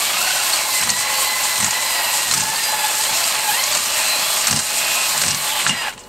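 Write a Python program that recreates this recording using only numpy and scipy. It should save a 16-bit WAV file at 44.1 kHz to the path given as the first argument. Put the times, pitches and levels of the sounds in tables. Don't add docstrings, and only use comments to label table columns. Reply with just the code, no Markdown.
import sys
import numpy as np
from scipy import signal
from scipy.fft import rfft, irfft, next_fast_len
from scipy.io import wavfile
from scipy.ndimage import uniform_filter1d

SR = 44100
rng = np.random.default_rng(int(sys.argv[2]) if len(sys.argv) > 2 else 0)


def makeup_ratio(level_db):
    decades = np.asarray(level_db, float) / 20
    return 10 ** decades


def bounce(signal):
    frames = np.transpose(np.atleast_2d(signal))
    limited = np.clip(frames, -1, 1)
    pcm = np.round(limited * 32767).astype(np.int16)
    wavfile.write(sys.argv[1], SR, pcm)


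N = 268156
T = np.arange(N) / SR
SLOW = T[::64]

CARRIER = 0.01115
FINGER_S = 0.05
RIM_S, STOP_S = 5.71, 5.915
BIND_LAG_S = 0.0395

# start_s, mesh_hz (teeth of the sun gear meeting per second, hone running free)
TRIGGER = [(0, 2234), (0.14, 2314), (0.24, 2877), (0.32, 2935), (0.41, 2854), (0.6, 2250), (0.74, 2041),
           (1.9, 2014), (2.02, 1884), (2.27, 1950), (2.63, 1831), (2.72, 1705), (3.0, 1675), (3.19, 2697),
           (3.3, 2477), (3.49, 1556), (3.6, 2052), (3.82, 2464), (5.05, 2506)]
# middle_s, half_length_s, bench_db, speed_sag_hz, grip (0 to 1)
STROKES = [
    (0.182, 0.065, -62, 0, 0.02),
    (0.888, 0.053, -33.5, 120, 0.75),
    (1.633, 0.051, -34.5, 160, 0.49),
    (2.382, 0.085, -34, 230, 0.97),
    (3.117, 0.031, -47, 9.5, 0.18),
    (3.766, 0.068, -50, 20, 0.5),
    (4.54, .045, -27.5, 91.5, 0.87),
    (5.277, 0.075, -30.5, 219.5, 0.87),
    (5.706, 0.038, -29.5, 8.5, 0),
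]


def unit(x):
    return x / np.sqrt(np.mean(x ** 2))


def curves(*tables):
    s, *columns = np.transpose(np.vstack(tables))
    return [np.interp(T, s, column) for column in columns]


def bumps(at, half, size, rise=1, fall=1):
    total = np.zeros(len(SLOW))
    for s, width, height in zip(at, half, size):
        width = width * np.where(SLOW < s, rise, fall)
        total += height * np.exp(-0.5 * ((SLOW - s) / width) ** 2)
    return np.interp(T, SLOW, total)


def soft_step(at, fall):
    return 0.5 + 0.5 * np.tanh((SLOW - at) / fall)


def walk(rate):
    k = int(SR / rate)
    held = np.repeat(rng.standard_normal(N // k + 1), k)
    held = uniform_filter1d(uniform_filter1d(held, k), k)[:N]
    return unit(held - uniform_filter1d(held, 5 * k))


def tint(x, points=((1, 0), (2, 0)), peaks=(), lo_hz=0, hi_hz=1e6):
    size = next_fast_len(len(x))
    hz = np.arange(size // 2 + 1) * SR / size + 1
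    point_hz, point_db = np.transpose(np.array(points))
    gain = makeup_ratio(np.interp(np.log(hz), np.log(point_hz), point_db))
    for centre, width, db in peaks:
        gain = gain * makeup_ratio(db / (1 + (2 * (hz - centre) / width) ** 2))
    gain = gain / np.sqrt((1 + (lo_hz / hz) ** 12) * (1 + (hz / hi_hz) ** 12))
    return irfft(rfft(x, size) * gain, size)[:len(x)]


def ring(x, hz, t60):
    r = np.exp(-np.log(1000) / (t60 * SR))
    w = 2 * np.pi * hz / SR
    return signal.lfilter([np.sin(w)], [1, -2 * r * np.cos(w), r * r], x)


def grit(rate, spread_db, tail_s):
    hit = rng.random(N) < rate / SR
    size = np.minimum(rng.exponential(size=N), 3)
    slips = signal.lfilter([1], [1, -np.exp(-1 / (tail_s * SR))], hit * makeup_ratio(spread_db * size))
    return unit(rng.standard_normal(N) * (1 + 0.27 * slips))


def tone(cycles, db, wobble_db):
    return np.sqrt(2) * makeup_ratio(db + wobble_db * walk(24.97)) * np.sin(2 * np.pi * cycles)


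def speed():
    # start_s, mesh_hz
    run_down = [
        (5.6, 2292),
        (5.72, 2033),
        (5.8, 1902),
        (5.87, 1680),
        (5.92, 1390),
    ]
    at, half, _, sag, _ = np.transpose(STROKES)
    free, = curves(TRIGGER, run_down)
    return uniform_filter1d(free, int(FINGER_S * SR)) - bumps(at + BIND_LAG_S, half, sag)


def faster():
    return (curves(TRIGGER)[0] - 2250) / 1000


def effort(db, swing_db, loudest, bound_db, off_db, coast_db, brake_db=0, off_s=RIM_S):
    # start_s, level_db
    noise_level = [(0, 1), (0.3, 0), (0.62, -0.3), (0.85, 0), (1.3, 0.5), (1.5, 0.5), (1.95, -0.4), (2.2, 1.4),
                   (2.7, 0), (3.1, 1), (3.4, -0.5), (3.62, 1.7), (3.95, 0), (4.35, 1), (4.68, -1.5), (5.1, 1),
                   (5.42, 0), (5.9, 0)]
    stroke_s, duck_db, recover_s = 0.32, -2, 0.31
    at, half, _, _, grip = np.transpose(STROKES)
    ends = np.r_[at[0] - stroke_s, at[:-1], at[-2] + stroke_s]
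    stroke = np.interp(SLOW, ends, np.arange(len(ends)))
    duck = np.zeros(len(SLOW))
    for s, width, strength in zip(at + half, half, grip):
        duck += strength * soft_step(s, width / 2) * np.exp(-np.maximum(SLOW - s, 0) / recover_s)
    db = db + swing_db * np.cos(2 * np.pi * (stroke - loudest))
    db = db + duck_db * duck + off_db * soft_step(off_s, 0.019)
    db = np.interp(T, SLOW, db) + curves(noise_level)[0]
    db += bound_db * bumps(at + BIND_LAG_S, half, grip)
    db += bumps([5.865], [0.036], [brake_db])
    stopped = np.interp(T, SLOW, soft_step(STOP_S, 0.018))
    return (1 - stopped) * db + stopped * coast_db


def gear_whine(hz, turns, carrier):
    # start_s, sun_gear_db, ring_gear_db; then the same while running down
    teeth = [(0.1, -37, -34), (0.2, -33, -32), (0.3, -34, -29.5), (0.42, -31, -33), (0.5, -31, -41),
             (0.78, -31, -39), (1.1, -34, -36.5), (1.36, -29, -36), (1.62, -35.5, -39.5), (1.9, -30, -35),
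             (2.25, -36, -40), (2.5, -35, -40.5), (2.63, -29.5, -41), (2.72, -35, -38), (3.0, -42, -40),
             (3.06, -35, -36), (3.2, -39, -37), (3.4, -33, -35), (3.5, -33, -35), (3.62, -35, -35.5),
             (3.76, -52, -39), (4.1, -32.5, -46), (4.55, -55, -46), (4.76, -35.5, -39), (5.02, -31.5, -36),
             (5.3, -64, -39)]
    teeth_down = [(5.7, -42, -40), (5.74, -33, -48), (5.86, -32, -37), (5.92, -34, -50)]
    # multiple, level_db
    mesh_orders = [(1, 0), (2, -9)]
    ring_orders = [(2, -4), (4, -5)]
    # centre_hz, width_hz, level_db
    nose = [(2700, 300, 4), (3180, 400, -12)]
    gearcase = [(850, 52, 8), (1022, 14, -16)]
    # middle_s, half_length_s, gain_db
    third_sings = [(0.3, .05, 2), (2.0, .1, 3), (2.85, .12, 9), (3.1, .05, 9), (3.3, 0.069, 5.5),
                   (3.55, 0.048, 11), (3.68, .05, 8.9)]
    ring_share, planet_share = 0.512, 0.26

    mesh_db, ring_db = curves(teeth, teeth_down)
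    slowing = np.clip(-np.gradient(curves(TRIGGER)[0]) * SR / 1000, 0, None)
    mesh_db = mesh_db - 2.6 * uniform_filter1d(slowing, int(FINGER_S * SR))
    planet_db = -49 + 1.15 * (hz - 2000) / 100 + 3.1 * walk(6)

    fast = np.clip((hz - 2100) / 400, 0, 1)
    chatter = 0.006 + 0.009 * fast + 0.008 * (T > RIM_S)
    sun = turns + np.cumsum(chatter * hz * walk(220)) / SR
    ring_chatter = (0.0042 + 0.01 * fast) * ring_share
    ring_gear = ring_share * turns + np.cumsum(ring_chatter * hz * walk(40)) / SR

    beat = np.cos(2 * np.pi * carrier)
    light, heavy = unit(makeup_ratio(-3.5 * beat)), unit(makeup_ratio(7 * beat))
    whine = light * sum(tone(k * sun, mesh_db + db + 2, 2.2) for k, db in mesh_orders)
    flat_out = np.clip((hz - 2600) / 200, 0, 1)
    whine += light * fast * (1 - flat_out) * tone((1 + 8 * CARRIER) * sun, mesh_db + 1, 2)
    whine += light * flat_out * tone((1 - 6 * CARRIER) * sun, mesh_db + 1, 2)
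    whine = tint(whine, peaks=nose)

    whine += tint(heavy * tone(ring_gear, ring_db + 1.5 - 3 * fast, 1.4), peaks=gearcase)
    sings_db = ring_db + bumps(*np.transpose(third_sings))
    whine += heavy * tone(3 * ring_gear, sings_db - 6, 2.5)
    for k, db in ring_orders:
        whine += heavy * makeup_ratio(sings_db + db) * np.sin(2 * np.pi * k * ring_gear)
    return whine + tone(planet_share * sun, planet_db - 0.3, 1.5)


def speed_control(hz, motor):
    # start_s, level_db
    switch_level = [(0.0, -45), (0.64, -33.5), (0.78, -32), (0.94, -35.5), (2.24, -34), (2.32, -37),
                    (2.52, -41), (2.73, -31.5), (2.97, -47), (3.1, -33), (3.94, -37), (4.14, -26),
                    (4.29, -37.5), (5.7, -35.5), (5.9, -44), (5.95, -56)]
    # middle_s, half_length_s, gain_db
    first_sings = [(0.716, 0.047, 12), (1.178, 0.053, 14.5), (1.332, 0.066, 13), (1.999, 0.045, 12),
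                   (2.63, .05, 6), (3.465, 0.071, 8), (4.45, 0.063, 10)]
    second_sings = [(0.93, .06, 6), (1.93, 0.081, 13), (2.15, 0.096, 16), (2.66, 0.052, 22),
                    (2.82, 0.049, 19), (5.8, .05, 10.1)]
    whistle_db, = curves(switch_level)
    switch = 4051.5 * T
    whistle = tone(switch, whistle_db, 1.2) + tone(2 * switch, whistle_db - 8, 2.5)
    first_db = -45 + 0.58 * (hz - 2000) / 100 + 1.3 * walk(6)
    second_db = -50 - 0.5 * (hz - 2000) / 100 + 2.1 * walk(6)
    sides = tone(switch + 2 * motor, first_db + bumps(*np.transpose(first_sings)), 1.3)
    sides += tone(switch + 4 * motor, second_db + bumps(*np.transpose(second_sings)), 1.2)
    return whistle + sides


def drill():
    hz = speed()
    turns = np.cumsum(hz) / SR
    motor = turns / 9
    carrier = CARRIER * (turns - turns[int(2.848 * SR)])
    tones = gear_whine(hz, turns, carrier) + speed_control(hz, motor)
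    return tones * np.clip((STOP_S - T) / 0.0095, 0, 1), carrier


def band(source, lo_hz, hi_hz, db):
    # pitch_hz, level_db (per Hz)
    colour = [(150, 3), (250, -12.5), (476, -15.5), (860, -1), (955, -3.5), (1400, -3.5), (1950, -3.5),
              (3710, -5), (4190, -4), (6360, -4), (8260, 4), (10400, -14), (12500, -10.5), (15100, -13.5),
              (15400, -25), (15680, -11), (16000, -30)]
    # centre_hz, width_hz, level_db
    housing = [(581, 104, 9.5), (687, 25, 5), (854, 42, 7), (1054, 70, 6.5), (2620, 180, 2.5),
               (2790, 19, 3.5), (3580, 530, -1), (4180, 150, 2.5), (4220, 640, 1), (8100, 1200, -5.5),
               (11240, 3800, 8), (12000, 630, 3)]
    return makeup_ratio(db) * unit(tint(source, colour, housing, lo_hz, hi_hz))


def hone(chuck):
    # start_s, level_db
    scrape_level = [(0, -2.5), (0.3, -1.5), (0.6, 1.5), (1.25, -2), (1.45, 1.5), (1.85, -2), (2.03, -3.5),
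                    (2.18, 2), (2.45, -0.5), (2.77, -2.5), (2.95, 2.5), (3.2, 0.5), (3.45, -2), (4.1, 0),
                    (4.4, 1), (5.0, 2), (5.2, 0.5), (5.45, 2)]
    rasp_db = effort(-27, swing_db=0.3, loudest=1.5, bound_db=-3, off_db=-10.5, coast_db=-55, off_s=5.71)
    scuff_db = effort(-33, swing_db=2, loudest=1.13, bound_db=-1.5, off_db=-11, coast_db=-63, off_s=5.3)
    hiss_db = effort(-26, swing_db=1, loudest=1.35, bound_db=-2.5, off_db=-10, coast_db=-55, off_s=5.71)
    sizzle_db = effort(-28.5, swing_db=-0.5, loudest=2, bound_db=-3.5, off_db=-13, coast_db=-57, off_s=5.66)
    stones = 3
    press_db = 0.5 * np.cos(2 * np.pi * stones * chuck) + 0.5 * np.cos(2 * np.pi * chuck) + 0.4 * walk(14)
    seat_db, = curves(scrape_level)
    rasp_db = rasp_db + 2.5 * faster()
    scuff_db = scuff_db + seat_db
    hiss_db = hiss_db + 0.41 * seat_db
    slips = grit(230, 3.2, 0.00089)
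    rasp = band(slips, 2980, 4830, rasp_db + 0.65 * walk(30.9))
    scuff = band(slips, 5150, 6900, scuff_db + 1.3 * walk(25))
    hiss = band(slips, 7300, 9120, hiss_db + 1.2 * walk(35) + 0.9 * walk(16))
    sizzle = band(grit(230, 3, 0.001), 11000, 14000, sizzle_db + 0.9 * walk(30) + 0.9 * walk(12))
    return makeup_ratio(press_db) * (rasp + scuff + hiss + sizzle)


def whir(chuck):
    # centre_hz, width_hz, level_db
    bench_modes = [(98, 32, -11), (145.3, 11, -4.5), (182, 32, -4.5), (213, 72, -2.5)]
    roar_db = effort(-28, swing_db=1, loudest=1.35, bound_db=-2.5, off_db=-4.5, coast_db=-44.5, brake_db=6)
    rattle_db = effort(-25, swing_db=1, loudest=1.3, bound_db=-3.5, off_db=-2.5, coast_db=-48.5, brake_db=4)
    uneven_db = 0.6 * np.cos(2 * np.pi * chuck) + 0.5 * walk(14)
    roar_db = roar_db + 1 * faster() - 0.7 + uneven_db
    rattle_db = rattle_db + 0.5 * faster() - 0.6 + uneven_db
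    roar = band(grit(300, 3.0, 0.003), 250, 1400, roar_db + 0.8 * walk(20))
    rattle = band(grit(250, 3.0, 0.0024), 1475, 3330, rattle_db + 0.51 * walk(25.26))

    at, half, jolt_db, _, _ = np.transpose(STROKES)
    rumble = makeup_ratio(-50.5) + bumps(at, half, makeup_ratio(jolt_db), rise=0.66, fall=0.8)
    shake = grit(60, 4.7, 0.0053)
    bench = sum(makeup_ratio(db) * unit(ring(shake, hz, 4.3 / width)) for hz, width, db in bench_modes)
    bench = tint(bench, lo_hz=68.6)
    return roar + rattle + makeup_ratio(1.2) * rumble * unit(bench)


def clatter():
    # start_s, peak_db, ring_hz,
    # body_db, skid_t60_s
    stroke_catches = [(0.1236, -18, 8380, -14, .03), (0.8126, -4.5, 8200, -20, .05), (0.834, -6, 7990, -14, .06),
                      (0.8729, -9, 7940, -2, .03), (0.8913, -1, 4400, -11, 0.048), (0.9015, -1, 6500, -21, .035),
                      (1.578, -4, 8600, -16, .02), (1.6015, -6, 8200, -7, 0.049), (1.609, -7, 7900, -12, .025),
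                      (1.6258, -7, 6050, -6, 0.052), (1.6445, -0.5, 6900, -11, .035), (1.6635, -5.5, 7400, -9, .05),
                      (1.708, -6.5, 6800, -14, .03), (1.7389, -13, 4470, -13, .03),
                      (2.3121, -2.5, 4105, -8.5, 0.039), (2.321, -5, 5210, -12, 0.055),
                      (2.3376, -0.5, 7900, -11, .05), (2.344, -8, 5900, -12, 0.056), (2.365, -9, 4200, -18, .06),
                      (2.374, -3.5, 5200, -18, 0.05), (2.397, -13, 8100, -13, .04), (2.405, -6, 6840, -10, .07),
                      (2.414, -14, 8300, -14, 0.046), (2.437, -4, 8190, -21, .02),
                      (3.6379, -5, 6790, -16, .03), (3.7237, -5, 4580, -16.5, 0.041), (3.749, -3, 4060, -16, 0.046),
             (3.7715, -7, 7340, -17.5, 0.039), (3.8587, -8, 6040, -18, .03), (4.47, 0, 7800, -15, .05),
             (4.4798, -3, 4200, -12, 0.046), (4.51, -2, 7500, -10, 0.042), (4.527, -6, 5970, -7, 0.045),
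             (4.561, -4, 8500, -15, .05), (4.572, -7, 8000, -11, .05), (4.59, -5, 8160, -10, 0.072),
             (5.092, -6, 4330, -17, .03), (5.1774, -2, 8250, -21, 0.022), (5.205, -15, 8300, -14, 0.029),
             (5.2155, -3, 4070, -8, 0.029), (5.219, -4, 8100, -14, .04), (5.236, -7.5, 5760, -2, .05),
             (5.2632, -4, 8160, -16, .035), (5.281, -3.5, 8050, -9, 0.05), (5.305, -6, 5640, -9, .03),
             (5.309, -4.5, 5650, -12, 0.056), (5.346, -6, 7700, -17, 0.036)]
    at_rim = [(5.6651, -14, 3660, 8, .035), (5.672, -8, 7600, -13, 0.058), (5.677, -9, 6500, -20, .05),
              (5.684, -10, 7400, -18, .05), (5.693, -8.5, 5900, -3, 0.062), (5.708, -14, 7300, -8, 0.036),
              (5.925, -28, 3800, 3, .09), (5.935, -30, 7300, -6, .06), (5.9773, -24.5, 3100, -11, 0.043),
              (5.99, -26, 7300, -12, 0.13), (6.005, -32, 5200, -7, .1), (6.036, -32, 7000, -12, .04),
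              (6.0714, -40, 7600, -6, 0.032)]
    catches = stroke_catches + at_rim
    length = 4096
    out, t = np.zeros(N + length), np.arange(length) / SR
    bright_filter = signal.butter(4, (4000, 9100), "band", fs=SR, output="sos")
    body_filter = signal.butter(2, (800, 3000), "band", fs=SR, output="sos")
    for s, db, hz, low_db, t60 in catches:
        noise = rng.standard_normal(length)
        click = 4 * (t == t[9])
        skid = (noise * (1 - np.exp(-t / 0.0004)) + click) * np.exp(-np.log(1000) * t / t60)
        bright = signal.sosfilt(bright_filter, skid)
        stone = ring(skid, hz, 0.005)
        body = signal.sosfilt(body_filter, skid)
        burst = 0.7 * bright / abs(bright).max() + 0.4 * stone / abs(stone).max()
        out[int(s * SR):][:length] += makeup_ratio(db) * (burst + makeup_ratio(low_db) * body / abs(body).max())
    return out[:N]


def knocks():
    # start_s, body_db, rim_ring_db
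    blows_table = [(4.528, -16, -22), (5.238, -18, -30), (5.28, -29, -25), (5.6653, -11, -29.5),
                   (5.691, -20.5, -19), (5.6945, -20, -8.5), (5.73, -36, -26), (5.771, -34, -20),
                   (5.818, -36, -21), (5.85, -30, -26), (5.884, -28, -25), (5.978, -42, -37),
                   (6.003, -52, -47)]
    # pitch_hz, level_db, t60_s
    casting = [(1090, -20, 0.057), (1586, 2, 0.036), (1680, 7, 0.028), (2360, -8, .05), (2776, 1, 0.12),
               (2830, 1, 0.18), (3080, -9, .15)]
    # start_s, peak_db, pitch_hz
    pings = [(0.5327, -14.5, 4374), (0.8918, -17, 4350), (2.3123, -17, 4130), (2.5585, -21.5, 4600),
             (3.24, -19, 4690), (3.73, -21, 4595), (3.5973, -19, 4330), (6.0372, -44, 4203)]
    out = np.zeros(N)
    at, body_db, rim_db = np.transpose(blows_table)
    for hz, mode_db, t60 in casting:
        chance_db = 1.3 * rng.standard_normal(len(at))
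        blow_db = rim_db if hz > 2600 else body_db
        blows = np.zeros(N)
        blows[(at * SR).astype(int)] = makeup_ratio(blow_db + mode_db - 6.5 + chance_db)
        out += ring(blows, hz, t60)
    for s, db, hz in pings:
        start = int(s * SR)
        flick = np.arange(N - start) == 0
        out[start:] += makeup_ratio(db) * ring(ring(flick, hz, 0.05), hz, 0.0053) / 8
    return out


def swelling_tones(chuck):
    # middle_s, half_length_s, level_db, pitch_hz, waver_hz
    throbbing_tones = [(0.22, 0.035, -30, 1050, 20), (0.3, .07, -33, 730, 22), (0.45, 0.033, -34, 1050, 20),
                       (0.7, .13, -34.5, 1050, 15), (0.72, .15, -34.5, 850, 25), (1.2, .3, -36, 850, 18.7),
                       (1.85, .2, -36.5, 910, 25), (1.15, .14, -32, 1090, 11), (1.45, .17, -33, 1040, 12),
                       (0.32, .11, -31.5, 1510, 28), (0.05, .06, -34, 1150, 30), (1.85, .11, -34, 1045, 12),
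                       (1.67, .06, -34, 850, 37), (2.1, 0.046, -32.5, 830, 40),
                       (2.5, .12, -30.5, 880, 15.4), (2.85, .21, -27.5, 858, 10), (3.1, .05, -30, 875, 15),
                       (3.47, .11, -31, 860, 23), (3.62, 0.083, -35, 1040, 30), (5.54, 0.051, -29, 870, 20),
                       (2.85, .15, -36, 3400, 116), (2.63, .05, -36, 2760, 50), (5.86, 0.028, -34, 870, 18),
                       (3.85, .12, -35, 1190, 30), (4.35, .2, -34.5, 1180, 35.4),
                       (5.55, .13, -36, 1160, 40), (3.7, .08, -35.5, 600, 14), (4.2, .25, -38.5, 620, 26.3),
                       (3.25, 0.049, -38, 690, 15), (2.85, .15, -37, 2560, 40.1), (2.0, .15, -38, 700, 37)]
    unthrobbing_tones = [(0.08, 0.063, -33, 3420, 100), (2.08, .2, -31.5, 2740, 150), (3.22, 0.11, -35, 2620, 170),
                         (3.5, .02, -29, 3110, 30), (3.5, .05, -30, 1650, 60), (4.88, .18, -34, 3400, 150),
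                         (3.9, .06, -33, 2900, 59), (4.15, 0.17, -30.5, 4220, 120), (4.3, 0.099, -30, 3400, 80),
                         (4.5, .12, -36, 2807, 9), (5.08, .05, -33, 4200, 122), (5.31, 0.045, -33, 2812, 10),
                         (5.551, .1, -27.5, 3300, 235), (5.81, .06, -41, 4890, 17), (5.8, .08, -47, 8103, 4),
                         (6.02, .09, -52, 2920, 10), (5.8, 0.082, -36, 2760, 20), (4.1, .14, -36, 2490, 14),
                         (4.9, .17, -34, 2520, 15), (0.22, .05, -33, 2740, 30), (0.43, .05, -35, 2720, 40)]
    out = np.zeros(N)
    throb = unit(makeup_ratio(6.3 * np.cos(2 * np.pi * chuck)))
    for k, (s, half, db, hz, waver_hz) in enumerate(throbbing_tones + unthrobbing_tones):
        start = max(int((s - 1.5 * half) * SR), 0)
        span = slice(start, min(int((s + 1.5 * half) * SR), N))
        t = T[span]
        drift = unit(uniform_filter1d(rng.standard_normal(SR), 150))[:len(t)]
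        swell = np.sqrt(2) * makeup_ratio(db) * np.exp(-((t - s) / half) ** 4)
        wave = swell * np.sin(2 * np.pi * np.cumsum(hz + waver_hz * drift) / SR)
        out[span] += wave * (throb[span] if k < len(throbbing_tones) else 1)
    return out


def background_noise():
    # pitch_hz, level_db (per Hz)
    background_colour = [(12, -35), (20, 1.5), (141, -7.5), (182, -21), (241, -6.5), (426, 0.5), (600, -2.5),
                         (780, -49), (11000, -55), (13500, -28)]
    return makeup_ratio(-45.5) * unit(tint(rng.standard_normal(N), background_colour))


def scene():
    # pitch_hz, side_minus_mid_db
    side_walls = [(60, -22), (110, -18), (200, -16), (380, -14), (700, -22.5), (1290, -22.5), (2380, -21.5),
                  (4400, -20.5), (8120, -22), (15000, -11)]
    room_t60_s, room_db, left_db = 0.087, -15, -0.64
    tones, chuck = drill()
    near = tones + hone(chuck) + whir(chuck) + clatter() + knocks() + swelling_tones(chuck)
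    t = T[:SR // 2]
    tails = rng.standard_normal((2, len(t))) * np.exp(-np.log(1000) * t / room_t60_s) * (t > 0.003)
    back, wall = (signal.fftconvolve(near, tail / np.linalg.norm(tail))[:N] for tail in tails)
    mid = near + makeup_ratio(room_db) * back + background_noise()
    side = tint(makeup_ratio(1.0) * wall + background_noise(), side_walls, lo_hz=58)
    return np.array([makeup_ratio(left_db / 2) * (mid + side), makeup_ratio(-left_db / 2) * (mid - side)])


def roll_off(x):
    return signal.sosfilt(signal.butter(12, 15950, fs=SR, output="sos"), x)


def record(dry):
    rounded = np.tanh(0.66 * dry) / 0.74
    top_cut = signal.ellip(8, 0.3, 60, 15780, fs=SR, output="sos")
    return roll_off(signal.sosfilt(top_cut, rounded))


dry = scene()
out = record(dry)
bounce(out)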